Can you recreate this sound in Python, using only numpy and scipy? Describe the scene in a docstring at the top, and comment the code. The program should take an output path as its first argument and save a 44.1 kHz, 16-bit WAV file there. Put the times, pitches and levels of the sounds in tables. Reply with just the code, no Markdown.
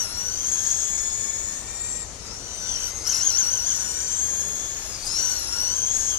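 """Three small electric race cars whine round a dirt oval, sweeping through the near turn one by one.
Their spur gears sing with the throttle, flutter as the tyres hop and jump in pitch when a wheel slips.
The chassis rasp as the gears chatter; the tyres roll and spray grit. Boards round the track scatter
the whine. Behind it sit faint whines from across the track, evening air, a breeze and a mains hum."""
import sys
import numpy as np
from scipy import signal
from scipy.fft import rfft, irfft, next_fast_len
from scipy.io import wavfile
from scipy.ndimage import uniform_filter1d, map_coordinates

SR = 44100
rng = np.random.default_rng(int(sys.argv[2]) if len(sys.argv) > 2 else 0)


def dump(signal):
    """Clip the signal to [-1, 1] and save it as 16-bit WAV at the path in sys.argv[1]."""
    limited = np.clip(np.atleast_2d(signal).T, -1, 1)
    pcm = np.round(limited * 32767).astype(np.int16)
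    wavfile.write(sys.argv[1], SR, pcm)


N = 272593

# Throttle moves of the near passes and the far stretches: time_s, mesh_hz, level_db, roughness (0-1)
LEADER = [(0, 5960, -23.5, 0.3), (.08, 5384, -34, 0.4), (.23, 5853, -28, 0.08), (.38, 6160, -31, 0.65),
          (.5, 6470, -25.5, 0.74), (.78, 6527, -24.5, 0.7), (1.02, 6844, -27, 0.53),
          (1.55, 6987, -31.5, .35), (1.66, 7120, -42, 0.4)]
SECOND = [(1.64, 7130, -45, .07), (1.72, 7190, -33.5, 0.076), (1.92, 7475, -28.5, 0.21),
          (2.03, 7400, -33, 0.35), (2.1, 6700, -64, 1), (2.28, 4950, -40, 0.52), (2.38, 5760, -42.5, 0.29),
          (2.55, 6050, -36, 0.19), (2.67, 5940, -30, 0.53), (2.89, 5594, -32.5, 0.38),
          (2.94, 5360, -69, .5), (3.02, 5320, -56, 0.45), (3.07, 5500, -23.5, .6), (3.44, 5672, -24, 0.32),
          (3.88, 5770, -34, 0.35), (4.22, 6403, -25.5, 0.03), (4.7, 6764, -33, 0.091),
          (4.9, 6640, -36.5, .13)]
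THIRD = [(3.68, 6650, -30.5, 0.94), (3.88, 7050, -32, 0.3), (4.22, 7450, -34, .65),
         (4.73, 6237, -41.5, 0.84), (5.01, 4597, -39.5, 0.95), (5.06, 4828, -31.5, 0.53),
         (5.2, 5806, -24, 0.53), (5.35, 5802, -28.5, .45), (5.46, 5384, -33, 0.42),
         (5.6, 5676, -25.5, 0.41), (5.82, 6220, -25.5, 0.32), (5.96, 6630, -25, 0.65),
         (6.08, 6550, -25, 0.7), (6.18, 6240, -28, .5)]
FAR_TURN = [(2.86, 6250, -41, .2), (2.96, 6500, -34.5, 0.27), (3.04, 6330, -35.5, 0.31),
            (3.18, 6956, -31, 1), (3.3, 7150, -48, 0.85)]  # the third car, from far away
FAR_STRAIGHT = [(5.08, 6900, -34, 1), (5.33, 7230, -35.5, .7), (5.45, 6620, -34.5, 0.46),
                (5.62, 6620, -54, 0.6)]  # the leader, from far away
# Each pass or stretch by name: throttle table, apex_s (when the car is at the apex of the near turn)
CARS = {"leader": (LEADER, -0.197), "second": (SECOND, 3.15), "third": (THIRD, 5.12),
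        "far turn": (FAR_TURN, 5.24), "far straight": (FAR_STRAIGHT, 6.7)}
FULL_THROTTLE_DB = -25  # whine of a near car flat out


def amp(db):
    """Decibels to gain."""
    return 10 ** (np.asarray(db) / 20)


def unit(x):
    """Scaled to rms 1."""
    return x / np.sqrt(np.mean(np.abs(x) ** 2) + 1e-20)


def along(points, hz):
    """Read (hz, value) points joined on a log frequency axis."""
    knots_hz, values = np.transpose(points)
    return np.interp(np.log(hz + 1), np.log(knots_hz + 1), values)


def curves(rows):
    """One automation curve for each column after the time."""
    time_s, *columns = np.transpose(rows)
    return [np.interp(np.arange(N) / SR, time_s, column) for column in columns]


def gate(rows):
    """1 from the first row's time to the last, with short fades outside."""
    start_s, end_s = rows[0][0], rows[-1][0]
    return np.interp(np.arange(N) / SR, [start_s - .02, start_s, end_s, end_s + 0.19], [0, 1, 1, 0])


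def swell(centre_s, length_s):
    """A smooth bump from 0 to 1 and back."""
    return np.cos(np.pi * np.clip((np.arange(N) / SR - centre_s) / length_s, -.5, .5)) ** 2


def wobble(rate_hz):
    """A smooth random curve, rate_hz knots a second."""
    return map_coordinates(rng.standard_normal(N // 8), [np.arange(N) * rate_hz / SR + 3], mode="wrap")


def phase(hz):
    """Running phase of a gliding pitch, from a random start."""
    return 2 * np.pi * (np.cumsum(hz) / SR + rng.random())


def filtered(x, response):
    """EQ x with a gain that is a function of frequency."""
    size = next_fast_len(N + 8192)
    return irfft(rfft(x, size) * response(np.fft.rfftfreq(size, 1 / SR)), size)[..., :N]


def rush(spectrum, patchy_db):
    """Coloured stereo noise of rms 1 with patches of random gain, widest in the treble."""
    # Likeness of left and right: frequency_hz, correlation
    likeness = [(30, 0.44), (250, 0.83), (1000, 0.71), (3000, 0.088), (12000, 0.063)]

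    def mid_side_eq(hz):
        width = np.arccos(np.clip(along(likeness, hz), -1, 1)) / 2
        return amp(along(spectrum, hz)) * [np.cos(width), np.sin(width)]

    bins = signal.stft(rng.standard_normal((2, N)), nperseg=512)[2]
    patches = uniform_filter1d(rng.standard_normal(bins.shape[1:]), size=5, axis=0)
    patches = unit(uniform_filter1d(patches, size=10, axis=1))
    noise = signal.istft(bins * amp(patchy_db * patches), nperseg=512)[1][:, :N]
    mid, side = filtered(noise, mid_side_eq)
    return unit(np.array([mid + side, mid - side]))


def at_ports(x, bearing_deg, spacing_s=0.00019):
    """Pan by the delay between two microphone ports; the pair faces backwards."""
    lag = spacing_s * SR * np.sin(np.radians(bearing_deg)) / 2
    return np.array([map_coordinates(x, [np.arange(N) + way * lag], order=3) for way in (1, -1)])


def throttle(name):
    """Mesh pitch, whine level and roughness of a car; each wheel slip lifts pitch and level."""
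    # A driven wheel slips, races and grips again: centre_s, car, length_s, speed_rise (share), swell_db
    slips = [(0.534, "leader", 0.085, 0.011, 1), (0.692, "leader", .12, 0.012, 1.5),
             (2.719, "second", .1, 0.044, 2.5), (2.842, "second", .09, .07, 6),
             (3.108, "second", .075, .09, 1.5), (3.263, "second", 0.11, 0.17, 3),
             (3.396, "second", .1, .115, 5.5), (3.537, "second", .14, .085, 3),
             (3.686, "second", 0.14, 0.11, 5.5), (3.808, "second", 0.059, .055, 7),
             (4.009, "second", 0.059, .025, 3), (5.193, "third", 0.037, 0.021, 4.5),
             (5.255, "third", 0.079, .025, 1.5), (5.315, "third", 0.069, 0.0056, 2.5),
             (5.764, "third", 0.058, 0.052, 1)]
    mesh_hz, level_db, roughness = curves(CARS[name][0])
    for centre_s, car, length_s, speed_rise, swell_db in slips:
        if car == name:
            slip = swell(centre_s, length_s) ** .55
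            mesh_hz = mesh_hz * (1 + speed_rise * slip)
            level_db = level_db + swell_db * slip
    return mesh_hz, level_db, np.clip(roughness, 0, 1)


def lap(name):
    """A car's curves along the line they all take; its tail beams out the octave of the gears."""
    # Racing line: from_apex_s, bearing_deg (to the right), distance_m, hop_hz, flutter (share), octave_db
    racing_line = [(-2.5, -1, 16, 30, 0.00982, -70), (-1.18, -29, 13, 28, 0.0101, -67),
                   (-0.5, -46, 8.1, 38, .014, -60), (-0.38, -43, 6.5, 42, 0.0293, -44.5),
                   (0, 3.5, 4.8, 43, 0.03383, -42), (0.32, 34, 5, 42, 0.02844, -44),
                   (1.06, 38, 12, 42, 0.0247, -46), (0.93, 34.5, 12, 30, .012, -45),
                   (1.7, 27, 9.2, 28, 0.011, -49)]
    apex_s = CARS[name][1]
    return curves([(apex_s + from_apex_s, *rest) for from_apex_s, *rest in racing_line])


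def gear_whine(name, orders, bounce, octave_db, flank_db):
    """One car's spur gears: their speed flutters as the tyres hop, and worn teeth roughen the tone."""
    # Body shell resonances that radiate the octave and the other orders: frequency_hz, gain_db
    shell = [(950, -3.5), (1130, -12), (1350, -0.5), (1650, -5.5), (1850, -2), (2020, -10), (2300, 5),
             (2650, -0.5), (3350, 2), (3850, -2.5), (4420, 4), (4750, -0.5), (5300, -43), (7000, 0),
             (8200, 2), (9500, -14), (10800, -1.5), (11500, -3.5), (12200, -11.5), (13100, -6.5),
             (14200, -20)]
    mesh_hz, level_db, roughness = throttle(name)
    bearing_deg, _, hop_hz, flutter, tail_db = lap(name)
    hop = np.sin(phase(hop_hz * (1 + 0.0807 * wobble(18))))
    mesh_phase = phase(mesh_hz * (1 + bounce * flutter * (hop + 0.48 * wobble(130))))
    shaft_phase = mesh_phase / 24  # pinion teeth
    # an off-centre pinion presses harder once a turn, and every bump changes the load
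    pinion_db = 1.9 * np.sin(shaft_phase + wobble(84))
    load = unit(amp(pinion_db + 42 * bounce * flutter * hop + 1.4 * wobble(55)))

    def partial(order, noisy_share):
        """A multiple of the mesh pitch; uneven tooth contacts smear a share of it into noise."""
        noisy_share = np.clip(noisy_share, 0, 1)
        width_hz = 650 * order ** .4
        scrape = unit(wobble(width_hz) + 1j * wobble(width_hz))
        texture = np.sqrt(1 - noisy_share) + np.sqrt(noisy_share) * scrape
        return np.sqrt(2) * np.real(np.exp(1j * order * mesh_phase) * texture)

    whine = load * amp(level_db) * partial(1, roughness)
    effort_db = level_db - FULL_THROTTLE_DB
    coasting_db = 1.4 * np.minimum(effort_db + 12, 0)  # the octave dies when the car coasts
    beam_db = tail_db + octave_db + coasting_db + along(shell, 2 * mesh_hz)
    whine += amp(beam_db + 2.9 * wobble(50)) * partial(2, .5 * roughness + 0.4)
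    # the other orders swell less, and come and go; the shell's flank faces us at bearing 0
    drivetrain_db = -19.5 + 0.67 * effort_db + flank_db * np.exp(-(bearing_deg / 17) ** 2)
    for order, trim_db in orders:
        order_db = drivetrain_db + trim_db + along(shell, order * mesh_hz) + 2.2 * wobble(14)
        whine += amp(order_db) * partial(order, .8 * roughness + 0.15)
    return at_ports(whine * gate(CARS[name][0]), bearing_deg)


def race():
    """The gears of three cars: their near passes and two faint stretches of whine from across the track."""
    # Other drivetrain partials: order (multiple of the mesh), leader_db, second_db, third_db, far_db
    partials = [(.162, -30.5, -33, -30, -26), (.254, -25, -24.5, -25.5, -34), (.323, -32, -33.5, -35, -56),
                (.507, -27.5, -27.5, -27.5, -40), (.6, -33.5, -34, -33.5, -20.5),
                (.758, -24, -25, -24.5, -11), (1.165, -21.5, -42, -20, -44)]
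    orders, leader, second, third, far = np.transpose(partials)
    return (gear_whine("leader", zip(orders, leader), bounce=0.635, octave_db=3, flank_db=-11)
            + gear_whine("second", zip(orders, second), bounce=1.35, octave_db=1, flank_db=-1.5)
            + gear_whine("third", zip(orders, third), bounce=.55, octave_db=3, flank_db=-5.5)
            + gear_whine("far turn", zip(orders, far), bounce=1.094, octave_db=-8, flank_db=-6)
            + gear_whine("far straight", zip(orders, far), bounce=1.8, octave_db=-9, flank_db=15))


def board_echoes(x):
    """The boards round the track and the ground scatter a short stereo tail."""
    # Decay of the tail: frequency_hz, t60_s
    decay = [(300, 0.42), (6000, 0.14), (14000, 0.76)]
    hz, time_s, bins = signal.stft(rng.standard_normal((2, SR // 2)), SR, nperseg=256)
    fade = amp(-60 * time_s / along(decay, hz)[:, None])
    tail = signal.istft(bins * fade, SR, nperseg=256)[1]
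    return signal.fftconvolve(x, tail / np.linalg.norm(tail[0]), axes=1)[:, :N]


def chassis_rasp(car_db=-30.5, field_db=-39.5):
    """The chassis rasp as the gears chatter, over a bed from the rest of the field."""
    # Colour of the rasp: frequency_hz, density_db
    spectrum = [(2500, -19.5), (4000, -17.5), (4900, -9.5), (5250, -5.5), (5700, -1), (6100, 3),
                (6600, 0.5), (7300, -1.5), (8300, -37), (9500, -12), (12000, -65)]
    power = amp(field_db) ** 2
    for name, (drive, _) in CARS.items():
        _, level_db, roughness = throttle(name)
        effort_db = level_db - FULL_THROTTLE_DB
        power += gate(drive) * roughness * amp(car_db + 0.8 * effort_db) ** 2
    envelope = np.sqrt(power) * amp(0.53 * wobble(60))
    return envelope * unit(rush(spectrum, patchy_db=3.1) * amp(0.66 * wobble(600)))


def flying_grit(car_db=-40.5, field_db=-48.5, air_loss_hz=12000):
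    """Grit flies with the throttle and in slides; from across the track it arrives duller."""
    # Colour of the grit: frequency_hz, density_db
    spectrum = [(3000, -13.5), (5000, -2.5), (8400, 5), (9700, -4), (11200, -3), (13300, -13), (14200, -27),
                (15500, -62)]
    # Sprays thrown up by a sliding car: centre_s, length_s, level_db
    sprays = [(0.536, 0.13, -38.5), (0.673, .18, -38.5), (3.484, .25, -42), (5.067, 0.051, -34),
              (5.997, 0.25, -38)]
    power = sum(swell(centre_s, length_s) * amp(db) ** 2 for centre_s, length_s, db in sprays)
    for name, (drive, _) in CARS.items():
        effort_db = np.minimum(throttle(name)[1] - FULL_THROTTLE_DB, 0)
        power += gate(drive) * amp(car_db + 0.58 * effort_db) ** 2
    envelope = np.sqrt(power) * amp(0.86 * wobble(40))
    grains = unit(rush(spectrum, patchy_db=2.7) * amp(2.8 * wobble(1500)))
    far_grit = filtered(rush(spectrum, patchy_db=1.3), lambda hz: 1 / (1 + (hz / air_loss_hz) ** 10))
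    return envelope * grains + amp(field_db) * far_grit


def tyre_roll(at_1m_db=-31.5, field_db=-49):
    """Tyres rolling on dirt, louder as a car comes close."""
    # Colour of the roll: frequency_hz, density_db
    spectrum = [(150, 3), (500, 1.5), (1000, 6), (1500, 1), (2300, 1), (3300, 0), (4500, 5), (7000, -14),
                (12000, -120)]
    power = amp(field_db) ** 2
    for name, (drive, _) in CARS.items():
        distance_m = lap(name)[1]
        power += gate(drive) * (amp(at_1m_db) / distance_m) ** 2
    return np.sqrt(power) * rush(spectrum, patchy_db=0.9)


def evening_air(air_db=-44.5, breeze_db=-53):
    """Open air rustles, and puffs of breeze rumble on the microphone."""
    # Colours of the open air and the wind buffet: frequency_hz, density_db
    air_spectrum = [(12, -32), (20, -27), (65, -2), (126, -9.5), (313, -12.5), (399, -13.5), (436, -11),
                    (664, -15.5), (1080, -21), (1410, -17), (1580, -26), (2570, -22.5), (4000, -49),
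                    (5200, -71), (8800, -120)]
    buffet_spectrum = [(12, 3.5), (22, 10), (27, 5), (33, 22), (45, -10), (80, 1), (130, -30), (600, -120)]
    # Puffs of breeze: centre_s, length_s, rumble_change_db, rustle_change_db
    gusts = [(1.0, 2.4, 3.5, -1), (4.45, 0.56, -0.5, 2), (5.078, 0.36, 16, -1.5), (5.948, 0.28, 13, -1.5)]
    rumble_db, rustle_db = sum(np.outer(changes_db, swell(centre_s, length_s))
                               for centre_s, length_s, *changes_db in gusts)
    air = filtered(rush(air_spectrum, patchy_db=1.38), lambda hz: 1 / (1 + (hz / 3200) ** 4))
    buffet = amp(breeze_db + rumble_db + 0.5 * wobble(3.5)) * rush(buffet_spectrum, patchy_db=-1)
    return amp(air_db + rustle_db) * air + buffet


def mains_hum():
    """The slightly unsteady hum of floodlights and distant machines."""
    # Hum tones: pitch_hz, level_db
    tones = [(50, -54), (60, -50.5), (100, -54.5), (240, -73), (360, -64)]
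    return sum(amp(db + 0.33 * wobble(7.3)) * np.sqrt(2) * np.sin(phase(hz + 0.56 * wobble(3.104)))
               for hz, db in tones)


def distant_motors():
    """Two thin, wavering motor tones across the track: one brakes, then one pulls away."""
    # Motor glides: time_s, pitch_hz, level_db
    braking = [(2.44, 4350, -58), (2.5, 3980, -50), (2.6, 3700, -55), (2.7, 3420, -44), (2.78, 3090, -46)]
    pulling = [(2.85, 1927, -62), (2.93, 2056, -52.5), (3.08, 2154, -54), (3.16, 2130, -54)]
    motors = np.zeros((2, N))
    for glide, bearing_deg in (braking, -32), (pulling, 3.6):
        pitch_hz, level_db = curves(glide)
        tone = np.sqrt(2) * np.sin(phase(pitch_hz * (1 + 0.01203 * wobble(150))))
        motors += at_ports(amp(level_db) * gate(glide) * tone, bearing_deg)
    return motors


def scene():
    """The whine and its echoes, the running noise and the evening bed."""
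    whine = race() + distant_motors()
    echoes = amp(-7.5) * board_echoes(whine)
    running_noise = chassis_rasp() + flying_grit() + tyre_roll()
    return whine + echoes + running_noise + evening_air() + mains_hum()


def record(dry):
    """Lean the mix well to the left and cut the very top."""
    # Left level over right: frequency_hz, lead_db
    left_lead = [(60, 6), (120, 8), (240, 11), (480, 10.0), (950, 11), (1890, 10.5), (3770, 10.5),
                 (7520, 9.5), (15000, 4.5)]
    top_hz = 15650

    def balance(hz):
        gains = np.array([amp(along(left_lead, hz)), np.ones_like(hz)])
        return gains / np.sqrt(np.mean(gains ** 2, axis=0)) * (hz < top_hz)

    return filtered(dry, balance)


dry = scene()
out = record(dry)
dump(out)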